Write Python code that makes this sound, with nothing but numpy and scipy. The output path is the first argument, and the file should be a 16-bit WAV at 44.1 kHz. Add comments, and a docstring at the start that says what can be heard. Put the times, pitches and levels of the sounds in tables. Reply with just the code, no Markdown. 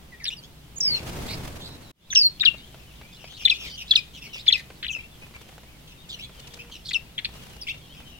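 """A yard of bare, dry ground where sparrows and mynas feed. Over a bed of rumble and hiss, a far flock
chatters, neighbours cheep, and beaks and feet tap the dirt. Early on the flock takes off in a whoosh
of wing strokes; the sound cuts out for a moment and fades back in. Up front are thin whistles, rasps
and a sharp two-note call. Each voice is a syrinx tone on a gliding pitch, harsh when that pitch shakes."""
import sys
import numpy as np
from scipy import signal
from scipy.fft import rfft, irfft, next_fast_len
from scipy.io import wavfile
from scipy.ndimage import uniform_filter1d, minimum_filter1d, map_coordinates

SR = 44100
rng = np.random.default_rng(int(sys.argv[2]) if len(sys.argv) > 2 else 0)


def to_wav(sig):
    """Store sig (one row per channel, or 1-D mono) as 16-bit WAV at the path in sys.argv[1].

    Samples outside -1..1 are clipped; the rate is SR.
    """
    pcm = np.clip(np.atleast_2d(sig), -1, 1) * 32767
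    pcm = np.round(pcm).astype(np.int16)
    wavfile.write(sys.argv[1], SR, pcm.T)  # frames by channels


N = 361179

# Tone colours (frequency [Hz], gain [dB])
RUMBLE_EQ = [(20, -1.5), (40, -2.5), (60, 7), (85, -5), (115, -0.5), (148, 1.5), (200, -5), (300, -9.5),
             (500, -14), (900, -17), (1500, -21.5), (4000, -40)]
HISS_EQ = [(700, -13.5), (2000, 6.5), (3100, 8), (4200, 4.5), (7000, -0.5), (11000, -2), (15500, -2)]
DOWNWASH_EQ = [(25, -3.5), (60, 1), (130, 0.5), (300, -7.5), (750, -14), (2200, -25), (5000, -37)]  # air pushed by wings
FEATHER_EQ = [(150, -36), (400, 7), (1200, 1.5), (3000, 2.5), (7000, -4), (15500, -11)]
DIRT_EQ = [(100, -24), (450, 5), (1400, -3.5), (2600, -2.5), (5000, -15), (16000, -48)]  # a tap on packed earth
SAND_EQ = [(500, -28), (2500, -28), (6000, -3.5), (15000, -17.5)]  # scraped sand
THROAT_EQ = [(1200, -3), (2400, 2), (3600, 3.5), (5500, 1), (7500, -11.5), (11000, -22.5)]  # throat and beak of a small bird
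FLAP_EQ = [(400, -26), (1500, -9), (2600, 0), (5000, -1), (8000, -7), (15000, -23)]  # a myna's wing
# Stereo image of the noise layers (frequency [Hz], left-right correlation [0-1])
NOISE_CORRELATION = [(130, 0.917), (290, 0.74), (640, 0.32), (1500, 0.011)]
# Stereo tilt of the calls (frequency [Hz], left over right [dB])
CALL_TILT = [(1200, 0), (2700, 6.5), (3500, 3), (4500, -1.5), (6000, -2), (12000, -12.5)]
# Decay of the yard's echo (frequency [Hz], time to fall 60 dB [s])
YARD_DECAY = [(300, 1), (3000, 0.21), (6000, 0.2), (14000, 0.046)]

# Fader rides (time [s], level [dB])
RUMBLE_RIDE = [(0, -42), (1.9, -47), (2.0, -52), (3.6, -52.5), (7.0, -52.5), (8.15, -51)]
HISS_RIDE = [(0, -50), (1.9, -51), (2.0, -57.5), (8.15, -58)]
CHATTER_RIDE = [(2.7, -54), (2.94, -54), (3.32, -44), (3.64, -42.5), (4.25, -55.5), (4.43, -45.5),
                (4.61, -59), (5.87, -60), (6.25, -52.5), (7.21, -59), (7.36, -50), (8.15, -50.5)]
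MASTER_RIDE = [(1.914, -6), (1.92, -45), (1.955, -24.5), (2.02, -8.5), (2.12, 2), (2.2, 3.5)]  # cuts out, then fades back in
# Swell of the take-off (time [s], downwash fader [dB], feather fader [dB])
TAKEOFF_RIDE = [(0.7, -47.5, -50.5), (1.208, -31, -38.5), (1.92, -45.5, -55)]

# Single birds flying a short way (time [s], length [s], level [dB])
FLIT_CUES = [(3.58, 0.17, -55.5), (5.318, 0.28, -59.5), (6.318, 0.323, -58), (7.306, .3, -54.5)]
# A myna's wing strokes (time [s], level [dB])
FLAP_CUES = [(6.392, -47), (6.468, -46), (6.534, -43.5)]
# Beaks and feet on the dirt (time [s], level [dB], sand against tap [dB])
PECK_CUES = [(2.544, -40, -23), (2.744, -41, -23), (3.013, -39, -21), (3.242, -38, -41.5),
             (4.703, -39, -33.5), (4.964, -43, -10), (5.363, -42, -12), (5.58, -42.5, -10),
             (6.294, -44, -22), (6.445, -45, -19)]
# Hoarse falling chirps, from sparrows and, at 0.935 s, a myna (time [s], mid-note pitch [Hz], level [dB])
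CHIRP_CUES = [(.935, 2720, -33.5), (3.391, 2690, -46.5), (3.584, 2820, -45.5), (3.629, 2350, -45.5),
              (3.772, 2836, -43), (4.132, 3090, -50), (4.213, 2547, -47), (4.326, 2690, -43),
              (4.55, 2005, -45.5), (5.869, 3020, -56), (6.087, 3350, -43), (6.71, 3030, -47)]
# Cheeps that climb or sink, then level off
# (time [s], length [s], end pitch [Hz], climb [octaves], level [dB], harshness [0-1])
CHEEP_CUES = [(0.116, 0.051, 1886, -0.19, -42, 0.22), (.194, 0.078, 1705, -0.59, -42, 0.5),
              (0.297, .048, 2940, 0.547, -32.5, 0.7), (0.425, 0.036, 3530, .6, -43.5, 1),
              (0.854, 0.1, 2148, -.15, -38.5, 0.6), (1.277, 0.074, 4410, 0.39, -32.5, .96),
              (1.279, .067, 2220, .1, -36, 1), (1.599, 0.086, 3940, 0.37, -38, 1),
              (1.676, 0.0937, 4000, 0, -46, 0.67), (1.82, 0.089, 3860, -0.29, -51.5, 0.57),
              (3.531, 0.046, 3520, -0.0036, -43, 0.77), (3.695, 0.072, 4780, 0.04, -49.5, 0.85),
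              (3.872, 0.1, 4380, .3, -48.5, 0.84), (4.383, .04, 4220, 0.48, -47.5, 0.92),
              (4.898, 0.049, 6540, 0.071, -50, .9), (4.981, 0.036, 2710, 0.57, -43, .2),
              (5.031, 0.038, 2750, .15, -53, .2), (5.212, 0.042, 2560, 0.15, -52, 0.1),
              (5.34, 0.032, 2274, 0, -51.5, 0.3), (6.087, 0.018, 7700, 0.44, -55.5, .3),
              (6.186, 0.073, 3426, 0.8, -44.5, .77), (6.585, .044, 2655, 0.15, -46, 0.63),
              (6.846, 0.074, 4100, -0.1, -44, 1), (7.664, 0.0434, 3610, 1.03, -37, 0.5),
              (7.679, 0.0448, 2772, 0.67, -36, 0.44)]
# Long whistles (time [s], length [s], snap depth [Hz], sink time [s], end pitch [Hz], level [dB],
# swell [dB], lowest pitch of the flick [Hz])
WHISTLE_CUES = [(0.801, .185, 2476, 0.1, 4054, -17.5, -2, 6470),
                (2.149, 0.14, 919, 0.0664, 4195, -20.5, 0.5, 5950)]
# Thin notes sliding down (time [s], length [s], end pitch [Hz], level [dB])
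SLIDE_CUES = [(.232, 0.026, 5100, -37), (.271, 0.024, 3507, -18.5), (0.36, 0.046, 4550, -42.5),
              (4.923, 0.058, 2546, -40), (7.608, 0.033, 4710, -41)]
# Harsh scolds (time [s], length [s], centre pitch [Hz], level [dB])
SCOLD_CUES = [(0.25, 0.026, 3065, -26), (2.394, 0.019, 3190, -39.5), (4.463, .015, 3320, -38),
              (4.825, 0.038, 2703, -37.5), (7.176, 0.026, 2740, -33.5), (7.245, 0.021, 3054, -31)]
# Two-note calls (time [s], lead end pitch [Hz], main end pitch [Hz], lead level [dB], burr level [dB],
# main level [dB], main sag [dB], overtone trim [dB], left over right [dB], left lag [s])
TWO_NOTE_CUES = [(2.099, 3390, 2630, -33, -35, -26, 1, -15, 2, 0.00021),
                 (2.403, 3680, 2740, -21.5, -32, -16, 3, -28, 4.5, 0.00016),
                 (3.448, 3470, 2460, -17, -28.5, -15.5, 12.5, -24.5, 3.5, 0.000336),
                 (3.906, 3380, 2422, -14, -34.5, -10, 20, -28.5, 2, .00022),
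                 (4.475, 3376, 2470, -13, -32.5, -13, 14.5, -26.5, 4, 0.000318),
                 (4.830, 2980, 2534, -36, -38, -32.5, 1.5, -30.5, 2, 0.000357),
                 (6.883, 3310, 2653, -36.5, -38.5, -26, 2, -7, 4, 0.000036)]


def amp(db):
    """Decibels to gain."""
    return 10 ** (np.asarray(db) / 20)


def unit(x):
    """Scale to rms 1."""
    return x / np.sqrt(np.mean(x ** 2) + 1e-20)


def along(points, hz):
    """Read (frequency [Hz], value) points on a log axis."""
    freqs, values = np.transpose(points)
    return np.interp(np.log(hz + 1), np.log(freqs + 1), values)


def clock(length):
    """Sample times over a length in seconds."""
    return np.arange(int(length * SR)) / SR


def curves(rows):
    """One automation curve for each column after the time."""
    times, *columns = np.transpose(rows)
    return [np.interp(np.arange(N) / SR, times, column) for column in columns]


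def wobble(t, rate):
    """A smooth random modulator with rate knots a second."""
    return map_coordinates(rng.standard_normal(size=1024), [t * rate], mode="mirror")


def filtered(x, response):
    """Run x through a frequency response."""
    n = x.shape[-1]
    size = next_fast_len(n + 2048)
    return irfft(rfft(x, size) * response(np.fft.rfftfreq(size, 1 / SR)), size)[..., :n]


def coloured(x, eq):
    """x through an EQ curve, at rms 1."""
    return unit(filtered(x, lambda hz: amp(along(eq, hz))))


def rush(eq):
    """Stereo noise, narrow in the bass and wide in the treble."""
    def width(hz):
        angle = np.arccos(np.clip(along(NOISE_CORRELATION, hz), -1, 1)) / 2
        return np.array([np.cos(angle), np.sin(angle)])
    mid, side = filtered(rng.standard_normal((2, N)), width)
    return coloured(np.array([mid + side, mid - side]), eq)


def add(out, start, x):
    """Mix x into out from start, in seconds."""
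    part = out[:, max(round(start * SR), 0):][:, :x.shape[-1]]
    part += x[..., :part.shape[1]]


def gate(t, rise, fall):
    """A smooth fade in and out."""
    fade_in = np.sin(np.pi / 2 * np.clip(t / rise, 0, 1))
    fade_out = np.sin(np.pi / 2 * np.clip((t[-1] - t) / fall, 0, 1))
    return (fade_in * fade_out) ** 2


def placed(x, pan_db, lag, bounce):
    """A call arrives left and right directly and by short bounces off the ground and things near by."""
    delays, sides = rng.uniform(0.000587, 0.009, (2, 4, 1)), np.array([[1], [-1]])
    direct = lambda hz: np.exp(-1j * np.pi * hz * lag * sides)
    bounces = lambda hz: bounce * np.exp(-2j * np.pi * hz * delays).mean(axis=1)
    balance = lambda hz: amp(sides * (pan_db + along(CALL_TILT, hz)) / 2)
    return filtered(np.pad(x, (0, 512)), lambda hz: balance(hz) * (direct(hz) + bounces(hz)))


def syrinx(hz, overtone_db, step_db):
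    """A bird's voice: a sine on a moving pitch plus four overtones, losing step_db from one to the next."""
    phase = 2 * np.pi * np.cumsum(hz) / SR
    overtones = sum(amp(overtone_db - step_db * (k - 2)) * np.sin(k * phase) * (k * hz < SR / 2)
                    for k in range(2, 6))
    return np.sqrt(2) * (np.sin(phase) + overtones)


def outdoor_bed():
    """Far rumble and soft hiss drift together; one faint distant tone swells and stops."""
    out = np.zeros((2, N))
    drift = amp(0.7 * wobble(np.arange(N) / SR, 8))
    for ride, eq in (RUMBLE_RIDE, RUMBLE_EQ), (HISS_RIDE, HISS_EQ):
        out += amp(curves(ride)[0]) * drift * rush(eq)
    t = clock(0.5)
    tone = syrinx(474 * (1 + 0.005 * wobble(t, 28)), overtone_db=-16, step_db=-1)
    add(out, 6.27, amp(-60) * tone * gate(t, rise=0.41, fall=0.14))
    return out


def yard_echo(send):
    """The ground and far walls scatter a thin echo whose top end dies first."""
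    hz, t, noise = signal.stft(rng.standard_normal((2, SR // 2)), SR, nperseg=256)
    decay = amp(-60 * t / along(YARD_DECAY, hz)[:, None])
    tail = signal.istft(noise * decay, SR, nperseg=256)[1]
    predelayed = np.pad(send, ((0, 0), (300, 0)))
    return signal.fftconvolve(predelayed, tail / np.linalg.norm(tail[0]), axes=1)[:, :N]


def falling(length, hz, octaves):
    """A pitch that droops ever faster, passing hz halfway."""
    return hz * 2 ** (-octaves * ((clock(length) / length) ** 2 - 0.5 ** 2))


def climbing(length, hz, octaves):
    """A pitch that climbs quickly and levels off at hz."""
    return hz * 2 ** (-octaves * (1 - clock(length) / length) ** 3.1)


def cheep(pitch_hz, harsh):
    """Pushed harder, a note shakes, its overtones grow and the second side of the syrinx joins in."""
    t = np.arange(len(pitch_hz)) / SR
    shaken = lambda: pitch_hz * (1 + (0.01 + 0.062 * harsh ** 2) * wobble(t, 850))
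    first = syrinx(shaken(), overtone_db=-31 + 28.9 * harsh, step_db=5)
    second = syrinx(shaken() * rng.uniform(1.15, 1.4), overtone_db=-8 + 6.9 * harsh, step_db=-4)
    voice = first + 0.51 * harsh * second
    flutter = amp((1.5 + 1.9 * harsh) * wobble(t, 350))
    return coloured(voice * flutter * gate(t, rise=0.01, fall=0.0077), THROAT_EQ)


def far_flock(count=240):
    """Far sparrows chatter nonstop; the busier the flock, the louder and hoarser each bird."""
    out = np.zeros((2, N))
    times, chatter_db = np.transpose(CHATTER_RIDE)
    starts = (np.arange(count) + rng.random(count)) / count * N / SR
    for start, (pitch, slope, size, side, strain) in zip(starts, rng.standard_normal((count, 5))):
        db = np.interp(start, times, chatter_db)
        harsh = np.clip(0.56 + 0.42 * strain + 0.056 * (db - np.median(chatter_db)), 0.55, 1)
        contour = falling(length=0.06, hz=3116 * np.exp(0.13 * pitch), octaves=0.053 + 0.196 * slope)
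        note = amp(db - 10.5 + 3.5 * size) * cheep(contour, harsh)
        add(out, start, placed(note, pan_db=2.8 * side + 1, lag=0.00015 * side, bounce=0.79))
    return out


def neighbours():
    """Birds round about fill the middle distance with hoarse chirps and cheeps."""
    out = np.zeros((2, N))
    notes = [(start, db, cheep(falling(length=0.067, hz=hz, octaves=0.32), harsh=0.9))
             for start, hz, db in CHIRP_CUES]
    notes += [(start, db, cheep(climbing(length, hz, climb), harsh))
              for start, length, hz, climb, db, harsh in CHEEP_CUES]
    for start, db, note in notes:
        add(out, start, placed(amp(db) * note, pan_db=-2.5, lag=rng.uniform(0, 0.00021), bounce=0.89))
    return out


def pecks(faint_count=42):
    """Dull taps on packed dirt, each with a scrape of sand; many fainter ones fall at random."""
    out, t = np.zeros((2, N)), clock(0.039)
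    faint = [(3.1 + 6 * when, -52 + 8 * force, -10) for when, force in rng.random((faint_count, 2))]
    for start, db, sand_db in PECK_CUES + faint:
        tap = coloured(rng.standard_normal(len(t)), DIRT_EQ) * amp(-60 * t / 0.045)
        sand = coloured(rng.standard_normal((2, len(t))), SAND_EQ) * amp(sand_db - 60 * t / 0.038)
        add(out, start, amp(db - 3.5) * (tap + sand) * gate(t, rise=0.00029, fall=0.009))
    return out


def myna_flaps():
    """A myna hops aside with a few crisp wing strokes."""
    out, t = np.zeros((2, N)), clock(0.016)
    for start, db in FLAP_CUES:
        stroke = coloured(rng.standard_normal((2, len(t))), FLAP_EQ)
        add(out, start, amp(db) * stroke * gate(t, rise=0.0075, fall=0.006))
    return out


def wingbeats(t, rate, birds):
    """The envelope of birds flapping out of step: each stroke is a short swell of its own strength."""
    pace = lambda: rate * np.exp(0.3 * rng.standard_normal() + 0.1906 * wobble(t, 8.3))
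    cycles = [np.cumsum(pace()) / SR + rng.random() for _ in range(birds)]
    return unit(sum(np.exp(5 * np.cos(2 * np.pi * cycle) + wobble(t, 21)) for cycle in cycles))


def wings():
    """Each stroke puffs air and swishes feathers: first the whole flock, later single birds."""
    flits, t = np.zeros((2, N)), np.arange(N) / SR
    wash_db, feather_db = curves(TAKEOFF_RIDE)
    airborne = np.interp(t, [0.7, 0.9, 1.92, 1.95], [0, 1, 1, 0])
    strokes = wingbeats(t, rate=16, birds=11)
    feathers, air = rush(FEATHER_EQ), rush(DOWNWASH_EQ)
    wash = amp(wash_db + 4) * unit(2.8 + strokes) * air
    swish = amp(feather_db + 5.5) * unit(1.3 + strokes) * feathers
    for start, length, db in FLIT_CUES:
        t = clock(length)
        flutter = unit(1.5 + wingbeats(t, rate=17, birds=2)) * gate(t, rise=0.04, fall=0.06)
        add(flits, start, amp(db) * flutter * (feathers + air)[:, :len(t)])
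    return flits + airborne * (wash + swish)


def whistles(hold_hz=5663, snap_decay_s=0.0083, snap_period_s=0.03, flick_s=0.034, flick_ahead_s=0.044):
    """After a swooping flick, a nearly pure whistle snaps down, overshoots, holds and sinks."""
    out = np.zeros((2, N))
    for start, length, snap_hz, sink_s, end_hz, db, swell_db, flick_hz in WHISTLE_CUES:
        t = clock(flick_s)
        swoop_hz = flick_hz + 0.6 * snap_hz * (2 * t / flick_s - 1) ** 2
        flick = syrinx(swoop_hz, overtone_db=-34, step_db=3)
        flick *= amp(db - 23.5 + 18 * t / flick_s) * gate(t, rise=0.003, fall=0.0059)
        add(out, start - flick_ahead_s, placed(flick, pan_db=-2.5, lag=0.000098, bounce=0.2))
        t = clock(length)
        snap = snap_hz * np.exp(-t / snap_decay_s) * np.cos(2 * np.pi * t / snap_period_s)
        hz = end_hz + (hold_hz - end_hz) * np.exp(-(t / sink_s) ** 2) + snap
        note = syrinx(hz * (1 + 0.004 * wobble(t, 700)), overtone_db=-39, step_db=-3.5)
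        note *= amp(db + 2.5 * wobble(t, 120) + swell_db * t / length) * gate(t, rise=0.005, fall=0.0324)
        add(out, start, placed(note, pan_db=1.5, lag=0.00011, bounce=1))
    return out


def slur(length, start_hz, end_hz, glide_s, sag_db, overtone_db):
    """A note dives steeply, cracks at the bend, and loses sag_db as the pitch settles."""
    t = clock(length)
    crack = np.exp(-((t - 1.52 * glide_s) / (0.14 * glide_s)) ** 2)
    hz = end_hz + (start_hz - end_hz) * np.exp(-(t / glide_s) ** 1.24)
    hz *= 1 + (0.011 + 0.034 * crack) * wobble(t, 1285)
    sag = sag_db * (1 - np.exp(-(np.maximum(t - 0.007, 0) / 0.0051) ** 2))
    # the overtones come forward as the fundamental sags
    tone = syrinx(hz, overtone_db - 11 + 1.768 * sag, step_db=14.5)
    # a faint sub-octave voice, lifted in the crack
    sub_db = -41.5 + 18 * crack + 0.5 * sag + 1.2 * wobble(t, 385)
    tone += amp(sub_db) * syrinx(hz / 2, overtone_db=-9, step_db=6)
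    flutter_db = (2.5 + 4.3 * crack) * wobble(t, 413)
    return tone * amp(flutter_db - sag) * gate(t, rise=0.01, fall=0.0067)


def rasp(length, centre_hz, whirl_hz):
    """A fast, uneven whirl of pitch turns the note harsh; it is loudest near the top of each whirl."""
    t = clock(length)
    whirl = np.cos(2 * np.pi * np.cumsum(whirl_hz * (1 + 0.27 * wobble(t, 173))) / SR)
    hz = centre_hz * np.exp(0.299 * whirl + 0.13 * wobble(t, 1208))
    envelope = amp(3.26 * whirl + 4.8 * wobble(t, 491)) * gate(t, rise=0.0035, fall=0.0076)
    return unit(syrinx(hz, overtone_db=-29, step_db=17) * envelope)


def short_calls():
    """Thin sliding notes and harsh scolds from the birds in front."""
    out = np.zeros((2, N))
    for start, length, end_hz, db in SLIDE_CUES:
        note = slur(length, 1.33 * end_hz, end_hz, glide_s=0.3 * length, sag_db=-0.5, overtone_db=-4.5)
        add(out, start, placed(amp(db) * note, pan_db=2, lag=0.00006, bounce=0.61))
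    for start, length, centre_hz, db in SCOLD_CUES:
        note = rasp(length, centre_hz, whirl_hz=195)
        add(out, start, placed(amp(db) * note, pan_db=0, lag=0.000089, bounce=1))
    return out


def two_note_calls(launch_hz=5330, burr_after_s=0.025, main_after_s=0.046):
    """A close bird repeats a short lead note, a burr and a longer main note, varying force and pitch."""
    out = np.zeros((2, N))
    for start, lead_hz, main_hz, lead_db, burr_db, main_db, sag_db, trim_db, pan_db, lag in TWO_NOTE_CUES:
        lead = amp(lead_db) * slur(0.023, launch_hz, lead_hz, glide_s=0.0038,
                                   sag_db=3, overtone_db=trim_db + 6)
        burr = amp(burr_db) * rasp(0.017, centre_hz=2497, whirl_hz=110)
        main = amp(main_db) * slur(0.045, launch_hz, main_hz, glide_s=0.0095,
                                   sag_db=sag_db, overtone_db=trim_db)
        for after, note in (0, lead), (burr_after_s, burr), (main_after_s, main):
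            add(out, start + after, placed(note, pan_db, lag, bounce=0.67))
    return out


def limiter(x, ceiling, size=220):
    """The gain ducks for a few milliseconds around peaks above the ceiling."""
    needed = ceiling / np.maximum(np.abs(x).max(axis=0), ceiling)
    return x * uniform_filter1d(minimum_filter1d(needed, 2 * size), size)


def scene():
    """The mix: the further birds get more echo send than the close ones."""
    near = two_note_calls() + short_calls() + whistles() + pecks() + myna_flaps()
    around = neighbours() + far_flock()
    echo = yard_echo(amp(-18.5) * near + amp(-13) * around)
    return near + around + echo + wings() + outdoor_bed()


def record(dry, top_hz=15900):
    """The sound cuts out once and fades back in; peaks are held down and the very top is cut off."""
    limited = limiter(dry * amp(curves(MASTER_RIDE)[0]), ceiling=0.96)
    return filtered(limited, lambda hz: hz < top_hz)


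dry = scene()
out = record(dry)
to_wav(out)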